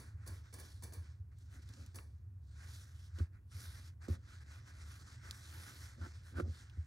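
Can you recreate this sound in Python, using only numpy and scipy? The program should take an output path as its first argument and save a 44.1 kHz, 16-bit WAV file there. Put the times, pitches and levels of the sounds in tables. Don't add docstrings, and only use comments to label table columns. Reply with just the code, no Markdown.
import sys
import numpy as np
from scipy import signal
from scipy.fft import rfft, irfft, next_fast_len
from scipy.io import wavfile

SR = 44100
rng = np.random.default_rng(int(sys.argv[2]) if len(sys.argv) > 2 else 0)


def master_out(mix):
    frames = np.transpose(np.atleast_2d(mix))
    ceiling = np.clip(frames, -1, 1)
    pcm = np.round(ceiling * 32767).astype(np.int16)
    wavfile.write(sys.argv[1], SR, pcm)


N = 302526
T = np.arange(N) / SR
SIZE = next_fast_len(N, True)
FREQ = np.maximum(np.arange(SIZE // 2 + 1) * SR / SIZE, 1)

# freq_hz, gain_db
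ROOM_COLOUR = [(22, -39), (32, -31), (42, -9.5), (55, -14), (72, -0.5), (88, -1), (120, -9), (160, -29),
               (300, -39), (600, -54), (1600, -54.5), (3000, -69), (5500, -67.5), (16000, -69)]
# snap_s, level_db
CLICKS = [(-.012, -48.5), (0.2765, -47.5), (0.5405, -49.5), (0.599, -51.5), (0.8366, -47), (0.9362, -51),
          (1.958, -48)]
# pitch_hz, width_hz, gain_db
CLICK_MODES = [(283, 330, 13.5), (1040, 350, 6), (1695, 310, 7), (2290, 83, 6.5), (3580, 130, 0),
               (4510, 540, 5), (5950, 1340, 2), (7720, 65, 8.5), (8730, 230, 6.5), (9500, 86, -6),
               (10250, 340, 4.5), (10840, 310, 7), (11000, 68, 9), (14200, 190, -10), (15350, 150, 1)]
# pitch_hz, t60_s, gain_db
TABLE_MODES = [(155, 0.062, -11), (235, 0.082, -1), (292.6, 0.041, 1.5), (358, 0.097, -1), (448, 0.05, -4),
               (540, 0.033, 0.5), (721, 0.022, -5), (1215, 0.018, 1.5), (1583, 0.03, -10)]
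# middle_s, level_db, half_length_s
DRAGS = [(.005, -65, 0.014), (1.58, -66.5, 0.036), (1.705, -62, 0.0069), (1.80, -62, 0.041),
         (4.135, -58.5, 0.033), (6.005, -59, 0.024), (6.355, -56.5, 0.022), (6.455, -52.5, 0.034)]
# middle_s, level_db, half_length_s
SCUFFS = [(3.199, -54.5, 0.0066), (6.019, -58, 0.0059), (6.036, -57, 0.017), (6.057, -54.5, 0.014),
          (6.383, -48, 0.018), (6.4025, -45.5, 0.0045)]
# freq_hz, gain_db
SCUFF_COLOUR = [(150, 12), (400, -3.5), (750, -5.5), (1100, -6.5), (1450, 8.5), (1850, -8), (2700, -23.5),
                (4300, -17), (9000, -29.5), (15000, -35)]
# start_s, level_db
BUMPS = [(0.139, -41), (.968, -41), (1.193, -40), (0.297, -40.5), (3.135, -37.5), (3.202, -26),
         (3.54, -41.5), (4.098, -27.5), (5.575, -44.5), (5.829, -42), (6.0044, -34.5), (6.354, -35.5),
         (6.4217, -32.5), (6.482, -34), (6.7778, -32.5)]
# start_s, level_db, contact_ms
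KNOCKS = [(3.181, -49.5, 1.3), (3.199, -38, 7.5), (4.0813, -34.5, 1.5), (4.094, -38.5, 5.5),
          (6.062, -47.5, 0.68), (6.38, -37.5, 0.91), (6.394, -35, 0.7), (6.4000, -35, 0.14),
          (6.4064, -40, 0.77), (6.768, -54.5, 6.2)]
# start_s, level_db, pitch_hz, tail_db (relative to the crack)
TICKS = [(1.386, -61, 7800, -9), (1.6901, -46.5, 4530, -10), (1.7371, -50.5, 4630, 4),
         (1.8621, -53, 5750, -11), (1.987, -47.5, 1290, -10), (3.1870, -50, 4170, 8),
         (4.0835, -52, 5870, -6), (5.31, -31.5, 5500, -16), (6.3423, -56, 1090, -15),
         (6.4007, -44, 1240, -20), (6.6980, -53, 3430, -8)]
# freq_hz, gain_db
WOOL_COLOUR = [(120, 3), (300, 0.5), (440, -8), (560, -8), (720, -9.5), (1000, -6.5), (1500, 3.5),
               (2050, -3), (2850, -15.5), (4200, -6), (6000, -6.5), (7400, -11), (10800, -13.5),
               (15500, -26.5)]
# peak_s, length_s, hiss_db, body_db, fibre_db (last two relative to the hiss)
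RUBS = [(0.047, 0.14, -74, 6, -20), (0.25, 0.13, -82, 13.5, -20), (0.335, 0.17, -71.5, 1.5, -7),
        (0.465, 0.066, -73, 3.5, -18), (0.673, 0.25, -67.5, -3.5, -6.5), (1.048, 0.21, -76.5, 2.5, -21),
        (1.332, 0.034, -87.5, 12, -10), (1.42, 0.11, -77.5, -4, -10), (1.553, .11, -70.5, 1.5, -8),
        (1.628, 0.021, -67, -3, -15), (1.773, 0.25, -70.5, 0.5, -11), (2.12, .2, -88, -4, -20),
        (3.196, 0.11, -70, 5, -8.5), (3.357, 0.058, -89, 15.5, -5), (4.044, 0.051, -67.5, 6, -9.5),
        (4.122, 0.066, -63.5, 3.5, -4), (4.227, 0.17, -81.5, 4.5, -18), (4.328, .12, -68.5, 3, -12),
        (4.42, 0.034, -71.5, 4.5, -11.5), (4.548, 0.17, -69, 3.5, -11.5), (4.687, 0.066, -69.5, 5, -8),
        (4.785, 0.11, -69.5, 3.5, -10.5), (4.943, 0.2, -67, 1, -6.5), (5.101, 0.14, -67, 1, -12.5),
        (5.296, 0.15, -66.5, 4, -9.5), (6.062, 0.17, -70, 3.5, -12), (6.174, 0.085, -70.5, 0, -14),
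        (6.281, 0.11, -70.5, 2, -5.5), (6.393, 0.072, -69, 6.5, -5.5), (6.568, 0.18, -66.5, -1.5, -12.5),
        (6.753, 0.27, -78, 5.5, -19)]
# time_s, hiss_db, body_db, fibre_db (relative as in RUBS)
PULLS = [
    [(2.44, -88, -6, -9), (2.506, -79, -2.5, -19), (2.614, -70, 4.5, -6.5), (2.674, -68.5, 4, -6),
     (2.744, -65, -4.5, -6), (2.942, -76, 0.5, -9.5), (3.068, -71.5, -5, -11), (3.11, -81.5, 4.5, -16)],
    [(3.48, -89, -8, -2), (3.494, -83, -13, -12), (3.518, -69, -0.5, -10), (3.634, -61, -2, -1),
     (3.798, -67.5, 2.5, -6), (3.886, -69.5, -2.5, -10), (3.94, -86, 6, -13), (3.95, -97, -3, -13)],
    [(5.34, -68, 1.5, -0.5), (5.418, -66, 0, -8), (5.51, -65.5, -1, -4.5), (5.564, -62.5, 2.5, -4),
     (5.848, -62.5, -1, -6.5), (5.954, -73.5, 5.5, -10), (5.98, -79, -5, -15)],
]
# freq_hz, tan_half_phase
STEREO_PHASE = [(250, 0), (450, .35), (700, 1.0), (1380, .55), (1950, .15), (2250, -1.0), (2650, -2.0),
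                (3050, 1.9), (3500, 1.0), (4300, .05), (8000, 0)]
# freq_hz, side_gain_db
STEREO_WIDTH = [(60, -30), (110, -26), (200, -14), (380, -10), (700, -4), (1300, -9), (2600, -2),
                (4400, -11), (8000, -15), (15000, -14)]
# freq_hz, left_minus_right_db
STEREO_LEAN = [(80, -.2), (180, -2), (350, -5), (700, -1), (1300, 0), (2400, -2.5), (4500, -1.8),
               (10000, 0)]


def undb(db):
    return 10 ** (np.asarray(db) / 20)


def rms(x):
    return np.sqrt(np.mean(x ** 2))


def eq_curve(points):
    hz, db = np.transpose(points)
    return undb(np.interp(np.log(FREQ), np.log(hz), db))


def shape(x, gain):
    return irfft(rfft(x, SIZE) * gain, SIZE)[..., :N]


def noise(colour):
    x = shape(rng.standard_normal((2, N)), colour)
    return x / rms(x)


def resonance(hz, width_hz):
    return 1 / (1 + 1j * (FREQ ** 2 - hz ** 2) / (FREQ * width_hz))


def decay(start_s, t60):
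    return (T >= start_s) * undb(-60 * np.clip((T - start_s) / t60, 0, 4))


def wander(rate_hz):
    count = int(3 * rate_hz * T[-1]) + 3
    points = np.convolve(rng.standard_normal(4096), np.hanning(5), "same")[:count]
    return np.interp(T, np.linspace(0, T[-1], len(points)), points / rms(points))


def room_tone(rumble_db=-52.5, drift_db=0.47, hiss_db=-49.5, crossover_hz=170):
    air = noise(eq_curve(ROOM_COLOUR))
    rumble = shape(air, 1 / (1 + (FREQ / crossover_hz) ** 8))
    return rumble * undb(rumble_db + drift_db * wander(0.73)) + (air - rumble) * undb(hiss_db)


def distant_clicks(snap_db=-2, tail_db=-10, tail_t60=0.38, treble_t60=0.3, crossover_hz=4500):
    lead_s, lead_db = .0132, -11
    rise_s, snap_t60 = .002, .045
    mode_power = sum(abs(undb(db) * resonance(hz, width) ** 1.68) ** 2 for hz, width, db in CLICK_MODES)
    sheen = undb(-8) * resonance(10400, width_hz=12000)
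    colour = np.sqrt(mode_power + abs(sheen) ** 2)
    highpass = FREQ ** 2 / (FREQ ** 2 + crossover_hz ** 2)
    envelope = sum(undb(db) * ((T < s) * np.exp(-abs(T - s) / rise_s) + decay(s, snap_t60))
                   for s, db in CLICKS)

    def tail(t60):
        return sum(undb(db) * np.hypot(undb(lead_db) * decay(s - lead_s, t60),
                                       undb(tail_db) * decay(s, t60)) for s, db in CLICKS)

    ring = noise(colour)
    treble = shape(ring, 1 - 1 / (1 + (FREQ / crossover_hz) ** 4))
    snaps = undb(snap_db) * envelope * noise(colour * highpass)
    return snaps + tail(treble_t60) * treble + tail(tail_t60) * (ring - treble)


def skin_friction(touches, colour, stutter_db, stutter_hz):
    pressure = sum(undb(db) * np.exp(-.5 * ((T - s) / half_s) ** 2) for s, db, half_s in touches)
    return pressure * undb(stutter_db * wander(stutter_hz)) * noise(colour)


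def hand_drags(lowpass_hz=125):
    table = sum(undb(db) * resonance(hz, np.log(1000) / np.pi / t60) for hz, t60, db in TABLE_MODES)
    return skin_friction(DRAGS, table / (1 + (FREQ / lowpass_hz) ** 2), stutter_db=-0.5, stutter_hz=51)


def finger_scuffs():
    return skin_friction(SCUFFS, eq_curve(SCUFF_COLOUR), stutter_db=1.0, stutter_hz=200)


def hand_bumps(pitch_hz=83.6, swell_s=0.017, firmness=1.86):
    mid = np.zeros(N)
    for start_s, db in BUMPS:
        age = np.maximum(T - start_s, 0)
        progress = np.minimum(age / swell_s, 20)
        swell = (progress * np.exp(1 - progress)) ** firmness
        mid += undb(db) * swell * np.sin(2 * np.pi * pitch_hz * age)
    return np.array([mid, np.zeros(N)])


def finger_knocks(spot_spread_db=1, side_db=-3):
    out = np.zeros((2, N + SR))
    t = T[:SR // 5]
    modes = np.array([undb(db - 60 * t / t60) * np.sin(2 * np.pi * hz * t)
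                      for hz, t60, db in TABLE_MODES])
    modes[1::2] *= -1
    for start_s, db, contact_ms in KNOCKS:
        progress = t * 1000 / contact_ms
        push = progress * np.exp(-4 * progress)
        weights = undb(spot_spread_db * rng.standard_normal((2, len(modes))))
        weights[1] *= undb(side_db) * rng.choice([-1, 1], len(modes))
        knock = signal.fftconvolve(weights @ modes, push[None], axes=1)[:, :len(t)]
        start = int(start_s * SR)
        out[:, start:start + len(t)] += undb(db) * knock / abs(knock[0]).max()
    return out[:, :N]


def nail_ticks(crack_t60=.0035, tail_t60=.045, width_share=0.99, hollow_db=-7):
    hollow = undb(hollow_db) * resonance(1420, width_hz=1030) ** 2
    out = 0
    for start_s, db, hz, tail_db in TICKS:
        envelope = decay(start_s, crack_t60) + undb(tail_db) * decay(start_s, tail_t60)
        burst = rng.standard_normal((2, N)) * envelope
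        tick = shape(burst, resonance(hz, width_share * hz) ** 2 + hollow)
        out += undb(db) * tick / abs(tick[0]).max()
    return out


def rubs_and_pulls(attack_share=0.56, release_share=0.55, flatness=2.4, pull_fade_s=0.022):
    speed_exponents = np.array([[0.93], [1], [1.75]])
    power = np.zeros((3, N))
    for peak_s, length_s, hiss_db, body_db, fibre_db in RUBS:
        from_peak = np.where(T < peak_s, (peak_s - T) / attack_share, (T - peak_s) / release_share)
        from_peak /= length_s
        near = from_peak < 3
        speed = np.exp(-from_peak[near] ** flatness)
        gains = undb([hiss_db + body_db, hiss_db, hiss_db + fibre_db])
        power[:, near] += (gains[:, None] * speed ** speed_exponents) ** 2
    for pull in PULLS:
        times, *curves = np.transpose(pull)
        hiss_db, body_db, fibre_db = (np.interp(T, times, curve) for curve in curves)
        outside_s = abs(T - np.clip(T, times[0], times[-1]))
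        gate = np.exp(-np.minimum(outside_s / pull_fade_s, 20))
        power += (gate * undb([hiss_db + body_db, hiss_db, hiss_db + fibre_db])) ** 2
    return np.sqrt(power)


def sliding_wool(snaps_per_s=900, snap_db=-4, smooth_db=-3, grip_db=1.7, catch_db=1.3, catch_hz=30):
    snaps = (rng.random(N) < snaps_per_s / SR) * rng.choice([-1, 1], (2, N))
    friction = undb(snap_db) * snaps / rms(snaps) + undb(smooth_db) * rng.standard_normal((2, N))
    spectrum = rfft(friction, SIZE) * eq_curve(WOOL_COLOUR)
    layers = np.zeros((3, 2, N))
    crossovers_hz = [2660, 8420]
    centres_hz = np.geomspace(500, 15000, 18)
    for hz, band_gains in zip(centres_hz, np.eye(len(centres_hz))):
        band = irfft(spectrum * np.interp(FREQ, centres_hz, band_gains), SIZE)[:, :N]
        layers[np.searchsorted(crossovers_hz, hz)] += band * undb(grip_db * wander(rate_hz=13))
    sliding = sum(envelope * layer / rms(layer) for envelope, layer in zip(rubs_and_pulls(), layers))
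    return sliding * undb(catch_db * wander(catch_hz))


def scene():
    background = room_tone() + distant_clicks()
    table = hand_drags() + finger_scuffs() + hand_bumps() + finger_knocks()
    mid, scatter = background + table + nail_ticks() + sliding_wool()
    out_of_step = shape(mid, 1j * np.interp(FREQ, *np.transpose(STEREO_PHASE)))
    side = out_of_step + shape(scatter, eq_curve(STEREO_WIDTH))
    return np.array([mid + side, mid - side])


def record(dry, low_cut_hz=54.3, high_cut_hz=15800):
    lean = np.sqrt(eq_curve(STEREO_LEAN))
    low_cut = 1 / np.sqrt(1 + (low_cut_hz / FREQ) ** 8)
    high_cut = signal.ellip(10, .2, 70, high_cut_hz, fs=SR, output="sos")
    heard = shape(dry, low_cut * np.array([lean, 1 / lean]))
    return signal.sosfilt(high_cut, heard)


dry = scene()
out = record(dry)
master_out(out)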